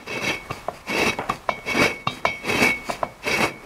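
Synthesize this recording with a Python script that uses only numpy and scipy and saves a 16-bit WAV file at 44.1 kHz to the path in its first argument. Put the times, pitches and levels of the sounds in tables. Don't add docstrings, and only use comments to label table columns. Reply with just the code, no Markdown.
import sys
import numpy as np
from scipy import signal
from scipy.fft import rfft, irfft, next_fast_len
from scipy.io import wavfile
from scipy.ndimage import uniform_filter1d, map_coordinates

SR = 44100
rng = np.random.default_rng(int(sys.argv[2]) if len(sys.argv) > 2 else 0)


def makeup_ratio(level_db):
    decades = np.asarray(level_db, float) / 20
    return 10 ** decades


def wav_record(signal):
    frames = np.transpose(np.atleast_2d(signal))
    bounded = np.clip(frames, -1, 1)
    quanta = np.round(bounded * 32767).astype(np.int16)
    wavfile.write(sys.argv[1], SR, quanta)


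N = 160965

# time in seconds, rasp control level in dB,
# weight on the bench in dB over that level, bite into the casting in dB over that level.
TURNS = [
    [(0.0, -68, 21.5, 21.5), (0.058, -70.5, 21, 17), (0.07, -54.5, 14.5, 20), (0.106, -51.5, 19, 19),
     (0.17, -50, 17, 19), (0.212, -53, 20.5, 17), (0.232, -47.5, 18.5, 18.5), (0.296, -42, 16.5, 22.5),
     (0.345, -49, 14.5, 14.5), (0.362, -57, 18, 16), (0.42, -67.5, 9, 15), (0.458, -57.5, 10, -16),
     (0.488, -71.5, 16, 8), (0.51, -49, 24, 19.5), (0.552, -59.5, 1, -9), (0.572, -51.5, 13.5, 10.5),
     (0.652, -89, -5, 23), (0.69, -66.5, 38, 19), (0.71, -81, 25, -3), (0.73, -70, 17, -15),
     (0.754, -55.5, 11.5, -18), (0.84, -71, -3, -12)],
    [(0.845, -66, -2, -7), (0.877, -53, 16, 17), (0.901, -45, 16.5, 18.5), (1.029, -41, 15, 17),
     (1.085, -39.5, 15.5, 19), (1.132, -49.5, 14.5, 13.5), (1.142, -57, 18, 19), (1.159, -64, 7, 20),
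     (1.201, -60.5, 33, 9), (1.273, -61, -11, -19), (1.293, -51, 20.5, 21), (1.371, -56.5, 6, -4),
     (1.433, -77, -1, 18), (1.467, -70, 10, -16), (1.489, -57, 13, 24), (1.547, -76, 22, 17),
     (1.559, -64, 16, 5), (1.593, -80, 37, 13), (1.607, -75, 2, 1), (1.62, -80, 8, 16)],
    [(1.625, -76, 12, 10), (1.669, -49, 16.5, 19.5), (1.719, -42, 10.5, 17), (1.737, -45.5, 18, 16.5),
     (1.815, -38.5, 16.5, 17.5), (1.861, -37.5, 17, 18), (1.951, -59.5, 14, 11), (2.025, -63.5, 11, 12),
     (2.057, -82, 17, -4), (2.069, -59, 19.5, 25), (2.141, -56.5, 10, -5), (2.179, -52, 5.5, -1),
     (2.215, -67, 18, 10), (2.241, -62, 18, 5), (2.257, -49, 8, 16), (2.277, -57, 18, 23.5),
     (2.391, -58.5, 9, 3), (2.4, -57, 18, 2)],
    [(2.405, -61.5, 5, 10), (2.453, -47, 13.5, 17), (2.493, -40, 13.5, 12), (2.589, -41.5, 16.5, 17),
     (2.631, -32.5, 12, 11), (2.707, -43, 11, 13), (2.737, -61.5, 16, 15), (2.775, -56.5, -8, 9),
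     (2.795, -66, 14, 21), (2.849, -56, 5, -3), (2.875, -56.5, -2, -14), (2.891, -50, 22, 0),
     (2.913, -46, 10, 11.5), (3.009, -60, 8.5, -3), (3.037, -63.5, 35.5, 26), (3.093, -80, 23, 0),
     (3.117, -73, -10, -13), (3.18, -83, -1, 4)],
    [(3.185, -81, 8, -14), (3.227, -58, -3, 12), (3.243, -53.5, 13.5, 20), (3.267, -39.5, 12, 12),
     (3.305, -39.5, 13.5, 17.5), (3.331, -41, 15.5, 20), (3.347, -36.5, 12, 18.5), (3.377, -40, 12.5, 13),
     (3.389, -41.5, 16.5, 9), (3.423, -36, 13.5, 15), (3.451, -38, 17.5, 7.5), (3.485, -45, 13.5, 12),
     (3.515, -64.5, 23, 16), (3.561, -68, 22, 2), (3.641, -60, 14.5, -2), (3.65, -61, 15, 1)],
]
METAL_HZ = [1780, 2222, 2306, 2519, 2622, 2738, 3115, 3205, 3300, 3685, 3841, 4290, 4640, 4904, 5408, 5619,
            5780, 6245]
# free time to fall 60 dB in seconds,
# relative level in dB when rasped, at a release, and at a grip.
METAL_MODES = [(0.028, -20, -24, -5.5), (0.57, 8.5, -13, -6.5), (0.25, -16, -6, -4), (0.28, 0.5, -22, -21),
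               (0.051, 2.5, 1, -17), (0.054, -1.5, 9.5, -4), (0.38, -8, -16, -19), (0.44, -11, -14, -17),
               (0.35, -6, -9, -28), (0.14, -22, 1, -15), (0.33, -4.5, -2, -17), (0.029, -21.5, 0, -23),
               (0.23, -10, -26, -25), (0.55, -7, -23, -24), (0.24, -11.5, -28, -34), (0.64, -12, -41, -23),
               (0.26, -12, -36, -29), (0.1, -20.5, -25, -30)]
# pitch in Hz, width in Hz, relative level in dB.
TEETH_PEAKS = [(6400, 34, -11), (6920, 26, 2.5), (7100, 17, -15), (8070, 500, -12.5), (8530, 20, 0),
               (9040, 56, -2.5), (9350, 80, -7.5), (10080, 430, -7), (11000, 78, -3.5), (11030, 98, -11),
               (11750, 53, -5.5), (12700, 45, -4), (13600, 61, -10), (14900, 49, -11)]
# frequency in Hz, relative level in dB per Hz.
RASP_COLOUR = [(410, -77), (700, -7), (1030, -5), (1450, -15), (2260, -3.5), (2700, -8), (3390, -26.5),
               (3520, -24), (4750, -15.5), (7400, -26), (12300, -28), (15800, -40)]
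# frequency in Hz, relative level in dB per Hz.
BENCH_COLOUR = [(15, -51), (25, -27.5), (68, -8), (156, -7), (316, -6), (356, -1.5), (810, -6.5),
                (1030, -6.5), (1500, -10), (1950, -10), (3300, -120)]
# pitch in Hz, width in Hz, relative level in dB.
BENCH_MODES = [(108.3, 54, -8), (250, 63, 4), (373.6, 13, -5), (417, 56, -6), (617, 24, -3.5),
               (903, 43, -8.5)]
# peak time in seconds, level in dB, rise in seconds, fall in seconds.
SKATES = [(.52, -46, 0.0077, 0.072), (.755, -52, 0.019, 0.053), (1.33, -49.5, 0.035, 0.067),
          (2.13, -45.5, 0.032, 0.056), (2.91, -35, 0.041, 0.041)]
# pitch in Hz, width in Hz, relative level in dB.
SKATE_PEAKS = [(2500, 700, -1), (3700, 120, -2), (4500, 400, 0), (5010, 400, -1), (6300, 900, -7),
               (8060, 120, -9), (9250, 120, -7), (9900, 300, -10)]
# start in seconds, ring level in dB.
SNAGS = [(.262, -20.5), (.3, -18), (1.0, -40), (1.075, -28), (1.78, -14.5), (1.826, -20), (1.862, -39),
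         (2.642, -12), (3.305, -22), (3.495, -30.5)]
# start in seconds, peak in dB, pitch in Hz.
TICKS = [(.347, -21, 1400), (1.134, -22, 1600), (1.187, -24, 900), (1.297, -21, 3000), (1.359, -27, 2500),
         (1.59, -29, 1000), (3.428, -14, 2000)]
# start in seconds, thump peak in dB, ring in dB over the
# thump, ring brightness in dB per octave, thump brightness in dB per octave.
RELEASES = [(.5, -23, -42, -5, -2), (.5065, -16.5, -16.5, -19, -2), (1.294, -20, -24, -2, -10),
            (1.298, -7.5, -43, -11, 6.5), (2.068, -33, -14, 9, 13), (2.0715, -7.5, -16.5, -4.5, 2)]
# start in seconds, thump peak in dB, ring in dB over the
# thump, ring brightness in dB per octave, thump brightness in dB per octave.
GRIPS = [(.684, -10.5, -46, 6, -10), (1.49, -4, -18.5, -7, 1.5), (2.2515, -3, -13, -5, 2),
         (2.893, -20, -17, 0, -1), (2.9, -10.5, -21, 1, -4), (3.03, -6, -30.5, -17, -1.5)]
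# pitch in Hz, width in Hz, relative level in dB.
RELEASE_BODY = [(133, 98, 0.5), (770, 200, -2.5), (1140, 160, 5)]
# pitch in Hz, width in Hz, relative level in dB.
GRIP_BODY = [(681, 180, 11), (1004, 238, 10.5), (1246, 196, 1.5), (1686, 210, -2.5)]
# frequency in Hz, relative level in dB per Hz.
SCUFFLE_COLOUR = [(35, -49), (60, 7), (219, 9), (295, -1), (639, 7.5), (1810, -18), (2100, -27),
                  (2730, -59), (4620, -120)]
# frequency in Hz, relative level in dB per Hz.
CLATTER_COLOUR = [(1200, -49), (2200, 0.5), (3900, 0.5), (6200, -8), (7500, -29), (15000, -28)]
# start in seconds, level in dB, time to fall 60 dB in seconds.
RUBS = [(1.187, -26, 0.43), (2.93, -48, .15)]
# frequency in Hz, relative level in dB per Hz.
RUB_COLOUR = [(88, -50), (150, -22), (260, -5), (489, -9), (571, 5), (1240, -4), (2600, -14), (3380, -24),
              (5720, -120)]
# frequency in Hz, time to fall 60 dB in seconds.
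ROOM_DECAY = [(200, 0.73), (2000, 0.056), (10000, 0.27)]
# frequency in Hz, relative level in dB per Hz.
SHOP_COLOUR = [(15, -25), (25, 4), (291, -10.5), (977, -6.5), (1150, -6), (1550, -14), (1770, -12),
               (1970, -16), (3970, -21.5), (11700, -30), (15700, -36)]

CHIPS_PER_S, CHIP_SPREAD_DB, CHIP_SHARE = 2200, 4, 0.55
CLUMP_PER_S, CLUMP_DEPTH = 70, 0.6
RING_DB, TEETH_DB, RASP_DB = 1, -3.5, 10.5
FLUTTER_DB = 1.2
CHATTER_DB, CHATTER_PER_S = 1.7, 150
PRESSED = 0.2
SHIFT = 0.0028
BENCH_FLAT = 0.71
PATCH_DB = 2
CONTACT_S, CRACK_HZ = 0.0011, 3500
CLATTER_DB, CLATTER_T60_S = -10.5, 0.14
SCUFFLE_DB, SCUFFLE_T60_S = -26.5, 0.29
ROOM_DB, SHOP_DB = -17, -46.5
CLIP, TOP_HZ = 0.6, 15750


def unit(x):
    return x / np.sqrt(np.mean(x ** 2) + 1e-20)


def along(points, hz):
    f, v = np.transpose(points)
    return np.interp(np.log(hz + 1), np.log(f + 1), v)


def wobble(rate):
    knots = rng.standard_normal(int(N * rate / SR) + 4)
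    return map_coordinates(knots, [np.arange(N) * rate / SR])


def filtered(x, response):
    m = next_fast_len(len(x) + SR // 2)
    return irfft(rfft(x, m) * response(np.fft.rfftfreq(m, 1 / SR)), m)[:len(x)]


def coloured(x, spectrum):
    return unit(filtered(x, lambda hz: makeup_ratio(along(spectrum, hz))))


def resonances(peaks):
    def response(f):
        total = 0
        for k, (hz, width, db) in enumerate(peaks):
            damping = 1j * f * width
            total = total + (-1) ** k * makeup_ratio(db) * damping / (hz * hz - f * f + damping)
        return total
    return response


def patchy(x, size):
    z = signal.stft(x, nperseg=size)[2]
    field = uniform_filter1d(rng.standard_normal(z.shape), size=3, axis=0)
    field = uniform_filter1d(field, size=5, axis=1)
    return signal.istft(z * makeup_ratio(PATCH_DB * unit(field)), nperseg=size)[1][:N]


def chips():
    spread = np.clip(rng.standard_normal(N), -2, 2)
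    size = makeup_ratio(CHIP_SPREAD_DB * spread) * rng.choice([-1, 1], N)
    rate = CHIPS_PER_S * np.exp(CLUMP_DEPTH * wobble(CLUMP_PER_S))
    breaks = unit(size * (rng.random(N) < rate / SR))
    return np.sqrt(CHIP_SHARE) * breaks + np.sqrt(1 - CHIP_SHARE) * rng.standard_normal(N)


def metal_and_teeth(rasp_db, bite_db, chatter_db):
    seat = np.pi / 4 + 0.5 * np.tanh(wobble(15))
    ring = teeth = 0
    for side, share in ((-1.4, np.sin(seat)), (-0.37, np.cos(seat))):
        force = chips() * share * makeup_ratio(chatter_db)
        modes = []
        for hz, (t60, db, *_) in zip(METAL_HZ, METAL_MODES):
            shifted = hz * (1 + side * SHIFT * (t60 < 0.2))
            width = np.log(1000) / (np.pi * t60 * PRESSED)
            modes.append((shifted, width, db))
        metal = resonances(modes)
        driven = filtered(force * makeup_ratio(rasp_db + bite_db + RING_DB), metal)
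        ring = ring + driven / np.std(filtered(force, metal))
        tips = resonances([(hz * (1 + side * SHIFT), width, db) for hz, width, db in TEETH_PEAKS])
        teeth = teeth + unit(filtered(force, tips)) * makeup_ratio(rasp_db + TEETH_DB)
    return 0.58 * (patchy(ring, size=512) + teeth)


def rasp(rasp_db):
    scrape = coloured(patchy(chips(), size=512), RASP_COLOUR)
    return scrape * makeup_ratio(rasp_db + RASP_DB + FLUTTER_DB * wobble(60))


def bench(rasp_db, weight_db, chatter_db):
    noise = patchy(rng.standard_normal(N), size=1024)
    shake = filtered(noise, lambda f: BENCH_FLAT + np.abs(resonances(BENCH_MODES)(f)))
    level_db = rasp_db + weight_db + chatter_db + FLUTTER_DB * wobble(30.02)
    return coloured(shake, BENCH_COLOUR) * makeup_ratio(level_db)


def cutter():
    s, *columns = np.vstack(TURNS).T
    rasp_db, weight_db, bite_db = [np.interp(np.arange(N) / SR, s, c) for c in columns]
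    rasp_db = rasp_db + FLUTTER_DB * wobble(45)
    chatter_db = CHATTER_DB * wobble(CHATTER_PER_S)
    metal = metal_and_teeth(rasp_db, bite_db, chatter_db)
    return metal + rasp(rasp_db) + bench(rasp_db, weight_db, chatter_db)


def skates():
    t = np.arange(N) / SR
    shape = 0
    for s, db, rise, fall in SKATES:
        shape = shape + makeup_ratio(db) * np.exp(-(((t - s) / np.where(t < s, rise, fall)) ** 2))
    scratch = filtered(chips(), lambda f: resonances(SKATE_PEAKS)(f) * f / (f + 1500))
    return unit(patchy(scratch, size=256)) * shape


def ringing(t, column, hard_db):
    total = 0
    for k, (hz, mode) in enumerate(zip(METAL_HZ, METAL_MODES)):
        level_db = mode[column] + hard_db * np.log2(hz / METAL_HZ[1])
        total = total + (-1) ** k * makeup_ratio(level_db - 60 * t / mode[0]) * np.sin(2 * np.pi * hz * t)
    return total


def snags():
    out, t = np.zeros(N + SR), np.arange(SR // 2) / SR
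    for s, db in SNAGS:
        rise = 1 - np.exp(-t / 0.0038)
        out[round(s * SR):][:len(t)] += makeup_ratio(db) * ringing(t, column=3, hard_db=-29) * rise
    return out[:N]


def ticks():
    out, t = np.zeros(N), np.arange(SR // 50) / SR
    for s, db, hz in TICKS:
        burst = makeup_ratio(-60 * t / 0.004) * rng.standard_normal(len(t))
        snap = filtered(burst, lambda f: resonances([(hz, 1.6 * hz, 0)])(f) ** 2)
        out[round(s * SR):][:len(t)] += makeup_ratio(db) * snap / np.abs(snap).max()
    return out


def hollow_body(body, clack_db):
    def response(f):
        total = 0
        for hz, width, db in body:
            bright_db = clack_db * max(np.log2(hz / 700), 0)
            total = total + makeup_ratio(db + bright_db) * resonances([(hz, width, 0)])(f) ** 2
        return total
    return response


def knocks(rows, body, column):
    out, t = np.zeros(N + SR), np.arange(SR // 2) / SR
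    shake = coloured(rng.standard_normal(N + SR), SCUFFLE_COLOUR)
    rattle = coloured(chips(), CLATTER_COLOUR)
    u = t / CONTACT_S
    rise, pulse = 1 - np.exp(-u), u * np.exp(-u)
    for s, db, ring_db, hard_db, clack_db in rows:
        i = round(s * SR)
        push = np.exp(-t / 0.00013) + 0.011 * pulse * rng.standard_normal(len(t))
        thump = filtered(push, hollow_body(body, clack_db))
        crack = filtered(pulse * rng.standard_normal(len(t)), lambda f: 1 / (1 + 1j * f / CRACK_HZ) ** 2)
        clatter = rattle[i:i + len(t)] * makeup_ratio(CLATTER_DB - 60 * t / CLATTER_T60_S) * rise
        ring = ringing(t, column, hard_db) * rise ** 2 + 2.06 * crack + clatter
        scuffle = shake[i:i + len(t)] * makeup_ratio(SCUFFLE_DB - 60 * t / SCUFFLE_T60_S) * rise
        out[i:i + len(t)] += makeup_ratio(db) * (thump / np.abs(thump).max() + makeup_ratio(ring_db) * ring + scuffle)
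    return out[:N]


def rubs():
    t = np.arange(N) / SR
    shape = 0
    for s, db, t60 in RUBS:
        start = np.clip((t - s) / 0.0013, 0, 1)
        shape = shape + makeup_ratio(db - 60 * np.abs(t - s) / t60) * start
    return coloured(chips(), RUB_COLOUR) * shape * makeup_ratio(2 * wobble(120))


def room(x):
    hz, t, z = signal.stft(rng.standard_normal(SR // 2), SR, nperseg=256)
    fade = makeup_ratio(-60 * t / along(ROOM_DECAY, hz)[:, None])
    tail = signal.istft(z * fade, SR, nperseg=256)[1]
    late = np.pad(x, (300, 0))
    return signal.fftconvolve(late, tail / np.linalg.norm(tail))[:N]


def workshop():
    return coloured(rng.standard_normal(N), SHOP_COLOUR) * makeup_ratio(SHOP_DB + 2.4 * wobble(4.45))


def scene():
    hands = knocks(RELEASES, RELEASE_BODY, column=2) + knocks(GRIPS, GRIP_BODY, column=3) + rubs()
    work = cutter() + skates() + snags() + ticks() + hands
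    return (work + makeup_ratio(ROOM_DB) * room(work) + workshop())[None]


def top_cut(x):
    return signal.sosfilt(signal.butter(12, 15980, fs=SR, output="sos"), x)


def record(dry):
    soft = dry[0] / (1 + np.abs(dry[0] / CLIP) ** 4) ** 0.25
    mix = filtered(soft, lambda hz: hz < TOP_HZ)[None]
    return top_cut(mix)


dry = scene()
out = record(dry)
wav_record(out)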